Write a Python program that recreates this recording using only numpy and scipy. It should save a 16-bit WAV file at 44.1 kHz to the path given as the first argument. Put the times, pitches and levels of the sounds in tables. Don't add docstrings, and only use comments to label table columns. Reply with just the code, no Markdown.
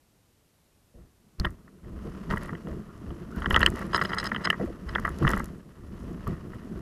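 import sys
import numpy as np
from scipy import signal
from scipy.fft import rfft, irfft, next_fast_len
from scipy.io import wavfile
from scipy.ndimage import uniform_filter1d

SR = 44100
rng = np.random.default_rng(int(sys.argv[2]) if len(sys.argv) > 2 else 0)


def int16_out(signal):
    q = np.round(np.clip(np.atleast_2d(signal).T, -1, 1) * 32767)
    wavfile.write(sys.argv[1], SR, q.astype(np.int16))


N = 300321
TIME = np.arange(N) / SR

# frequency in Hz, relative level in dB.
WOODS_SPECTRUM = [(12, -37.5), (20, -0.5), (86, 4.5), (298, -3.5), (1510, -16), (3760, -18.5),
                  (4080, -18), (4430, -19), (13000, -20.5), (14500, -27)]
RUMBLE_SPECTRUM = [(40, -17), (90, -6), (140, -2.5), (190, 4), (250, -3.5), (290, -6.5), (345, -4.5),
                   (450, -11.5), (560, -22.5), (680, -18.5), (800, -29.5), (1500, -33.5), (3000, -56.5)]
HEAVE_SPECTRUM = [(10, -18), (25, -3.5), (46, 2.5), (70, 3.5), (105, -6), (160, -17), (400, -76.5),
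                  (1000, -72)]
RUB_SPECTRUM = [(300, -2), (600, 0), (770, -13.5), (1000, -1.5), (1250, -1), (1550, -7.5), (1900, -8),
                (2300, -17), (2950, -13.5), (3500, -22.5), (5300, -23.5), (8000, -37.5)]
LEAF_SPECTRUM = [(700, -24), (2000, -5), (3000, 0.5), (4500, 1.5), (5500, 5), (7200, 3), (8400, -1),
                 (9300, -2), (10500, 5), (12200, -2), (13500, -21.5), (15000, -9)]
SNAP_SPECTRUM = [(700, -10.5), (2500, -5.5), (5500, -1.5), (7800, 2), (9300, 0.5), (11000, 3.5), (12500, 2),
                 (14500, -11)]

# frequency in Hz, width in Hz, relative level in dB.
HULL_MODES = [(109, 45, -10), (137.2, 66, -3.5), (192.6, 58, -4), (231.4, 97, -7), (340, 73, -8),
              (436, 173, -12), (566, 410, -19), (694, 210, -26.5)]
DECK_MODES = [(422, 260, 0.00079), (626, 326, 0)]
CASE_LOW_MODES = [(975, 220, -5), (1144, 433, 1.5), (1340, 313, 1.5), (1670, 384, -1), (1900, 315, 2)]
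CASE_MID_MODES = [(2910, 610, 1), (3071, 524, 3.3), (3161, 730, 0.67)]
CASE_HIGH_MODES = [(3920, 330, -7), (4095, 293, -2), (4850, 400, -1.5), (5117, 349, 1.5),
                   (6300, 2200, -16.5), (6564, 490, -10.5), (8170, 700, -10.5), (9740, 900, -12.5)]
CRACK_MODES = [(1400, 2100, -1.5), (4440, 1030, 4.5), (6160, 2300, -6), (9050, 4000, -15)]

# time in seconds, relative level in dB.
HAUL_EFFORT = [(0.85, -87), (1.35, -63), (1.53, -56.5), (1.86, -55.5), (2.03, -43), (2.18, -42.5),
               (2.33, -39), (2.86, -45.5), (3.09, -44.5), (3.46, -40.5), (3.57, -36.5), (3.77, -36.5),
               (4.15, -41.5), (4.58, -41.5), (4.68, -46), (4.97, -41.5), (5.08, -41.5), (5.27, -32),
               (5.35, -35), (5.48, -41.5), (5.63, -50), (5.85, -48), (6.03, -42), (6.23, -43),
               (6.58, -45.5), (6.81, -42.5)]
# start and length in seconds, boat lift and twig crushing in relative dB.
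BRUSH_HEAPS = [(0.941, 0.083, -48.5, -71.5), (1.382, 0.081, -35, -53), (1.822, 0.29, -40, -62),
               (2.014, 0.046, -43, -57.5), (2.291, 0.023, -28.5, -40), (2.393, 0.025, -40, -42.5),
               (2.662, 0.066, -36.5, -54), (3.054, 0.052, -35.5, -62), (3.349, .12, -32, -47.5),
               (3.49, 0.16, -26.5, -38), (3.736, 0.1, -59, -42.5), (3.918, .35, -51, -42.5),
               (4.32, 0.2, -54, -48.5), (4.581, 0.082, -35.5, -48), (4.854, 0.25, -34, -49),
               (5.209, .16, -30, -41), (5.8, 0.39, -42, -62), (6.258, 0.068, -34, -50.5),
               (6.509, .06, -44, -51.5), (6.719, 0.099, -38, -60.5)]
# start and length in seconds, first and last pitch in Hz, level in dB.
STALK_SWISHES = [(2.861, 0.065, 1165, 1290, -58), (3.291, 0.14, 1273, 1684, -52.5),
                 (6.267, 0.0192, 1088, 1220, -40)]
# start in seconds, relative level in dB.
STALK_SNAPS = [(1.398, -48), (1.456, -52.5), (1.506, -58), (2.325, -53), (2.3627, -54), (2.38, -50),
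               (2.434, -50), (3.3621, -54), (3.4042, -55), (3.5033, -43), (3.5277, -43.5), (3.594, -41),
               (3.607, -41), (3.6628, -38), (3.7019, -44.5), (3.7928, -50), (3.9722, -45.5), (4.0384, -47),
               (4.148, -47), (4.2416, -43), (4.5027, -38), (4.999, -49), (5.0528, -50), (5.0924, -48),
               (5.292, -38), (5.3056, -41), (5.3146, -39.5), (5.377, -45), (5.396, -46), (5.4433, -45),
               (5.4579, -48.5), (6.2765, -48)]
# start and length in seconds, relative level in dB.
STEM_SCRAPES = [(3.928, 0.012, -41), (3.938, 0.031, -28.5), (4.011, 0.017, -39), (4.047, 0.0094, -37),
                (4.087, 0.023, -47), (4.125, 0.024, -45), (4.177, .014, -29), (4.193, 0.024, -35.5),
                (4.236, 0.0436, -34.5), (4.437, 0.015, -35), (4.447, 0.01, -26.5), (4.888, 0.0057, -45.5)]
# start in seconds, level of the loudest 2 ms in dB.
TWIG_CRACKS = [(1.3985, -28), (2.3025, -45), (3.6306, -28), (3.6622, -25)]
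# start in seconds, level in dB, length of the push in seconds,
# brightness in dB per octave.
ROOT_BUMPS = [(0.94, -56, 0.056, 6), (1.394, -29.5, 0.012, -6), (1.442, -35, 0.028, 2.5),
              (1.846, -48.5, 0.062, 3), (2.04, -40.5, 0.051, 3.5), (2.298, -34.5, 0.062, -7.5),
              (2.668, -39.5, 0.072, 6), (3.1, -35.5, 0.0173, 3), (3.499, -39, 0.031, 10),
              (4.596, -27.5, 0.045, 4.5), (4.673, -38.5, 0.036, 8.5), (5.203, -20, 0.04, -3),
              (6.264, -30.5, 0.066, 0), (6.542, -39.5, 0.034, 1.5)]
# start in seconds, peak in dB.
KEEL_THUDS = [(1.4003, -13.5), (1.465, -19), (2.304, -25), (3.532, -15), (3.576, -21.5), (5.254, -13.5)]
# time in seconds, relative level in dB, leading tone in Hz,
# hardness in dB, wait for the first rebound in seconds (0 for none).
TWIG_KNOCKS = [(1.4117, -45, 1260, -16, 0), (1.4484, -24, 1320, -9.5, 0.0033),
               (1.4521, -22.5, 2140, -7, 0.014), (1.6788, -50.5, 1270, -31, 0.0085),
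               (2.3105, -28.5, 1840, -12, 0.00052), (2.3245, -30.5, 1120, -16, 0.0017),
               (2.337, -25.5, 1070, -38, 0.023), (2.374, -28, 1870, -15, 0),
               (2.493, -33.5, 1400, -26, 0.012), (2.5313, -35, 1160, -28, 0.00054),
               (2.5523, -39.5, 1940, -8.5, 0), (2.672, -41.5, 1017, -13, 0),
               (3.1063, -44.5, 937, -8, 0.0024), (3.4214, -29.5, 1209, -13, 0),
               (3.4446, -32.5, 1130, -28, 0.00064), (3.4598, -20, 1800, -10, 0.004),
               (3.509, -20.5, 1900, -4.5, 0.0046), (3.545, -22.5, 1400, 4, 0.00075),
               (3.5502, -20.5, 950, -26, 0.00068), (3.563, -11, 1830, -6.5, .011),
               (3.6064, -24, 1064, -15, 0.0021), (3.6167, -24, 2005, 0.5, 0), (3.6307, -12.5, 1930, -11, 0),
               (3.663, -15.5, 2100, 7, .0123), (3.814, -35, 960, -19, .014), (3.9329, -26, 997.3, -13, 0),
               (3.947, -15.5, 1330, -12.5, 0.01), (3.979, -25, 1652, -16, 0.00084),
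               (3.9926, -25, 980, -16, 0.00084), (4.0148, -19.5, 1931, -15.5, 0),
               (4.0223, -22, 1340, -23, 0.0008), (4.0516, -27, 1960, -5, 0.0028),
               (4.119, -30, 1350, -17, 0.0014), (4.134, -23.5, 1433, -8, 0.01),
               (4.174, -32, 1698, -22, 0.014), (4.2298, -29, 1977, -14, 0.00094),
               (4.2662, -33, 1350, -14, 0), (4.3178, -22.5, 1871, -24, 0.0018),
               (4.3475, -28, 1360, -8, 0.00093), (4.3629, -27, 1950, -2, 0.0019),
               (4.456, -22.5, 1900, -18, 0.0095), (4.4734, -19.5, 1984, -14, 0.0025),
               (4.5027, -16.5, 2204, .5, 0.027), (4.8932, -35, 1611, -11.5, 0),
               (4.9527, -28.5, 1840, -1, 0), (4.9582, -18.5, 1770, -37, 0.025),
               (5.0513, -19.5, 1700, -22.5, 0.0084), (5.0782, -24.5, 1088, -38, 0.0087),
               (5.227, -29.5, 980, -18, 0), (5.25, -23, 1340, -37, 0.00027),
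               (5.2702, -22, 1413, -16, 0.0013), (5.2778, -18.5, 1890, -8.5, 0.028),
               (5.3022, -26, 1051, -30, 0.0082), (5.3352, -19.5, 1340, -18.5, 0.0035),
               (5.3705, -27, 1195, -33, 0.00022), (5.402, -27.5, 1120, -39, 0.00078),
               (6.2703, -37, 1056, -16.5, 0.0045)]


def amp(db):
    return 10 ** (np.asarray(db) / 20)


def unit(x):
    return x / np.sqrt(np.mean(x ** 2) + 1e-20)


def crest(x):
    return x / np.sqrt(uniform_filter1d(x ** 2, size=88).max() + 1e-20)


def add(mix, start_s, sound):
    part = mix[max(round(start_s * SR), 0):][:len(sound)]
    part += sound[:len(part)]


def colour(x, spectrum):
    hz, db = np.transpose(spectrum)
    grid = abs(np.fft.fftfreq(8192, 1 / SR))
    log_gain = np.log(amp(np.interp(np.log(grid + 1), np.log(hz), db)))
    taps = np.fft.ifft(np.exp(np.conj(signal.hilbert(log_gain)))).real
    return signal.oaconvolve(x, taps[:len(taps) // 2])[:len(x)]


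def wander(rate_hz):
    size = next_fast_len(N)
    hz = np.fft.rfftfreq(size, 1 / SR)
    spectrum = rfft(rng.standard_normal(size)) / (1 + (hz / rate_hz) ** 4)
    return unit(irfft(spectrum, size)[:N])


def grains(per_s, spread_db):
    size = amp(spread_db * np.minimum(rng.exponential(1, N), 4))
    return unit(size * rng.choice([-1, 1], N) * (rng.random(N) < per_s / SR))


def ring(force, modes, samples):
    hz, width, db = np.transpose(modes)[:, :, None]
    t = np.arange(samples) / SR
    age = np.pi * width * t
    shapes = age ** 2 * np.exp(-age) * np.sin(2 * np.pi * (hz * t + rng.random(hz.shape)))
    motion = signal.oaconvolve(force[None], shapes, axes=1)
    gain = amp(db + 1.5 * rng.standard_normal(hz.shape))
    return (gain * motion / np.linalg.norm(motion, axis=1, keepdims=True)).sum(0)


def woods(level_db=-65.5):
    return amp(level_db) * unit(colour(rng.standard_normal(N), WOODS_SPECTRUM))


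def heaps(rise_s=0.018, settle_s=0.064, crush_fade_s=0.054):
    t = TIME[::32]
    lift, crush = np.zeros(len(t)), np.zeros(len(t))
    for start, length, lift_db, crush_db in BRUSH_HEAPS:
        rise = np.clip((t - start) / rise_s, 0, 1)
        past = np.maximum(t - start - length, 0)
        lift = np.hypot(lift, amp(lift_db) * rise * np.exp(-past / settle_s))
        crush = np.hypot(crush, amp(crush_db) * rise * np.exp(-past / crush_fade_s))
    return np.interp(TIME, t, lift), np.interp(TIME, t, crush)


def hull_rumble(effort, lift):
    rumble_gain = np.hypot(effort * amp(3.5), lift * amp(-5.5)) * amp(-3 + 2.63 * wander(14))
    rumble = unit(colour(grains(1200, 3.32), RUMBLE_SPECTRUM))
    heave_gain = amp(-2.5) * np.hypot(effort * amp(-2) * (effort / effort.max()) ** 0.17, lift)
    heave = unit(colour(rng.standard_normal(N), HEAVE_SPECTRUM))
    return rumble_gain * rumble + heave_gain * heave


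def leaves(effort, crush, brittle_db=-68):
    scuffs = grains(2200, 3.0) * amp(2 * wander(40))
    rubbing = np.hypot(effort * amp(-11.5), crush) * unit(colour(scuffs, RUB_SPECTRUM))
    pressure = np.hypot(effort * amp(-29), crush * amp(-21.5))
    crumbling = unit(grains(900, 4.5) * amp(5.5 * wander(110)))
    broken_share = pressure ** 2 / (pressure ** 2 + amp(brittle_db) ** 2)
    rustle = np.sqrt(broken_share) * crumbling + np.sqrt(1 - broken_share) * grains(4000, 3.0)
    flutter = amp(0.3 - 1.1 * wander(12))
    return rubbing + pressure * flutter * unit(colour(rustle, LEAF_SPECTRUM))


def swishes(width_hz=170):
    out, fuzz = np.zeros(N), wander(width_hz)
    for start, length, first_hz, last_hz, db in STALK_SWISHES:
        part = fuzz[int(start * SR):][:int(length * SR)]
        turns = np.cumsum(np.linspace(first_hz, last_hz, len(part))) / SR
        wipe = part * np.sin(2 * np.pi * turns) * signal.windows.tukey(len(part), .5)
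        add(out, start, amp(db) * unit(wipe))
    return out


def patter(crush, taps_per_s=70):
    taps = grains(taps_per_s, 3.0)
    case = unit(ring(taps, CASE_LOW_MODES, samples=1300)[:N])
    deck = unit(ring(taps, DECK_MODES, samples=1300)[:N])
    gain = amp(1) * crush * (crush / crush.max()) ** .35
    return gain * (case + amp(-9) * deck)


def snaps(crush, decay_s=.0009, small_per_s=60):
    out, t = np.zeros(N), np.arange(SR // 100) / SR
    fade = np.exp(-t / decay_s)
    for start, db in STALK_SNAPS:
        burst = colour(rng.standard_normal(len(t)) * fade, SNAP_SPECTRUM)
        add(out, start, amp(db + 5) * crest(burst))
    small_fades = signal.oaconvolve(abs(grains(small_per_s, 3.0)), fade)[:N]
    small_snaps = unit(colour(small_fades * rng.standard_normal(N), SNAP_SPECTRUM))
    return out + crush * amp(-23) * small_snaps


def scrapes(slips_per_s=700, focus_hz=5100, focus_db_per_octave=5.5):
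    out, slips = np.zeros(N), grains(slips_per_s, 4.0)
    hz, width, mode_db = np.transpose(CASE_HIGH_MODES)
    high_modes = np.transpose([hz, width, mode_db - focus_db_per_octave * abs(np.log2(hz / focus_hz))])
    for start, length, db in STEM_SCRAPES:
        samples = int(length * SR)
        force = slips[int(start * SR):][:samples] + 0.056 * rng.standard_normal(samples)
        force *= signal.windows.tukey(samples, .5)
        for modes, trim_db in (CASE_LOW_MODES, -4), (CASE_MID_MODES, -15), (high_modes, -7):
            add(out, start, amp(db + trim_db) * unit(ring(force, modes, samples=500)))
    return out


def cracks(decay_s=0.0013):
    out, t = np.zeros(N), np.arange(SR // 100) / SR
    for start, db in TWIG_CRACKS:
        force = rng.standard_normal(len(t)) * np.exp(-t / decay_s)
        add(out, start, amp(db) * crest(ring(force, CRACK_MODES, samples=400)))
    return out


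def bumps(thud_hz=52, thud_decay_s=0.0078):
    out, t = np.zeros(N), np.arange(SR // 5) / SR
    hz, width, mode_db = np.transpose(HULL_MODES)
    for start, db, length, tilt_db in ROOT_BUMPS:
        push = rng.standard_normal(int(length * SR))
        push *= np.linspace(1, .5, len(push))
        modes = np.transpose([hz, width, mode_db + tilt_db * np.log2(hz / hz[0])])
        boom = ring(push, modes, samples=5000)
        add(out, start, amp(db) * boom * np.sqrt(len(push)) / np.linalg.norm(boom))
    for start, db in KEEL_THUDS:
        add(out, start, amp(db) * np.sin(2 * np.pi * thud_hz * t) * np.exp(-t / thud_decay_s))
    return out


def blows(rebounds=2):
    for start, db, tone_hz, hardness_db, gap_s in TWIG_KNOCKS:
        yield start, db, tone_hz, hardness_db
        for _ in range(rebounds if gap_s > 0 else 0):
            start += gap_s
            gap_s *= 0.47
            db -= 8.5
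            tone_hz *= 0.82
            hardness_db -= 24.5
            yield start, db, tone_hz, hardness_db


def knocks(grip_s=.0019, chatter_s=0.0036, lead_s=.0012, focus_db=11, boom_db=-18.5):
    out, t = np.zeros(N), np.arange(-SR // 100, SR // 30) / SR
    hz, width, mode_db = np.transpose(CASE_LOW_MODES)
    swell = np.exp(-abs(t) / np.where(t < 0, grip_s, chatter_s))
    impulse = t == 0
    for start, db, tone_hz, hardness_db in blows():
        chatter = rng.standard_normal(len(t)) * swell
        soft = impulse + 0.052 * chatter
        hard = impulse + 0.041 * chatter * (t > -lead_s)
        low_modes = np.transpose([hz, width, mode_db - focus_db * np.log2(hz / tone_hz) ** 2])
        deck_db = -12.5 - 1.5 * np.log2(tone_hz / hz.mean())
        high_db = -22.5 + .7 * hardness_db
        parts = [(soft, HULL_MODES, boom_db), (soft, DECK_MODES, deck_db), (soft, low_modes, 0.6),
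                 (hard, CASE_MID_MODES, hardness_db), (hard, CASE_HIGH_MODES, high_db)]
        for force, modes, trim_db in parts:
            ringing = crest(ring(force, modes, samples=1800))
            add(out, start + t[0] - lead_s, amp(db + trim_db) * ringing)
    return out


def scene():
    background = woods()
    effort = amp(np.interp(TIME, *np.transpose(HAUL_EFFORT), left=-120))
    lift, crush = heaps()
    ground = hull_rumble(effort, lift) + leaves(effort, crush) + patter(crush) + snaps(crush)
    contacts = cracks() + knocks() + scrapes() + swishes() + bumps()
    return (background + ground + contacts)[None]


def record(dry):
    clipped = np.clip(dry, -.52, .52)
    lowpass = signal.firwin(201, 14500, window=("kaiser", 8), fs=SR)
    return signal.oaconvolve(clipped, lowpass[None], "same")


dry = scene()
out = record(dry)
int16_out(out)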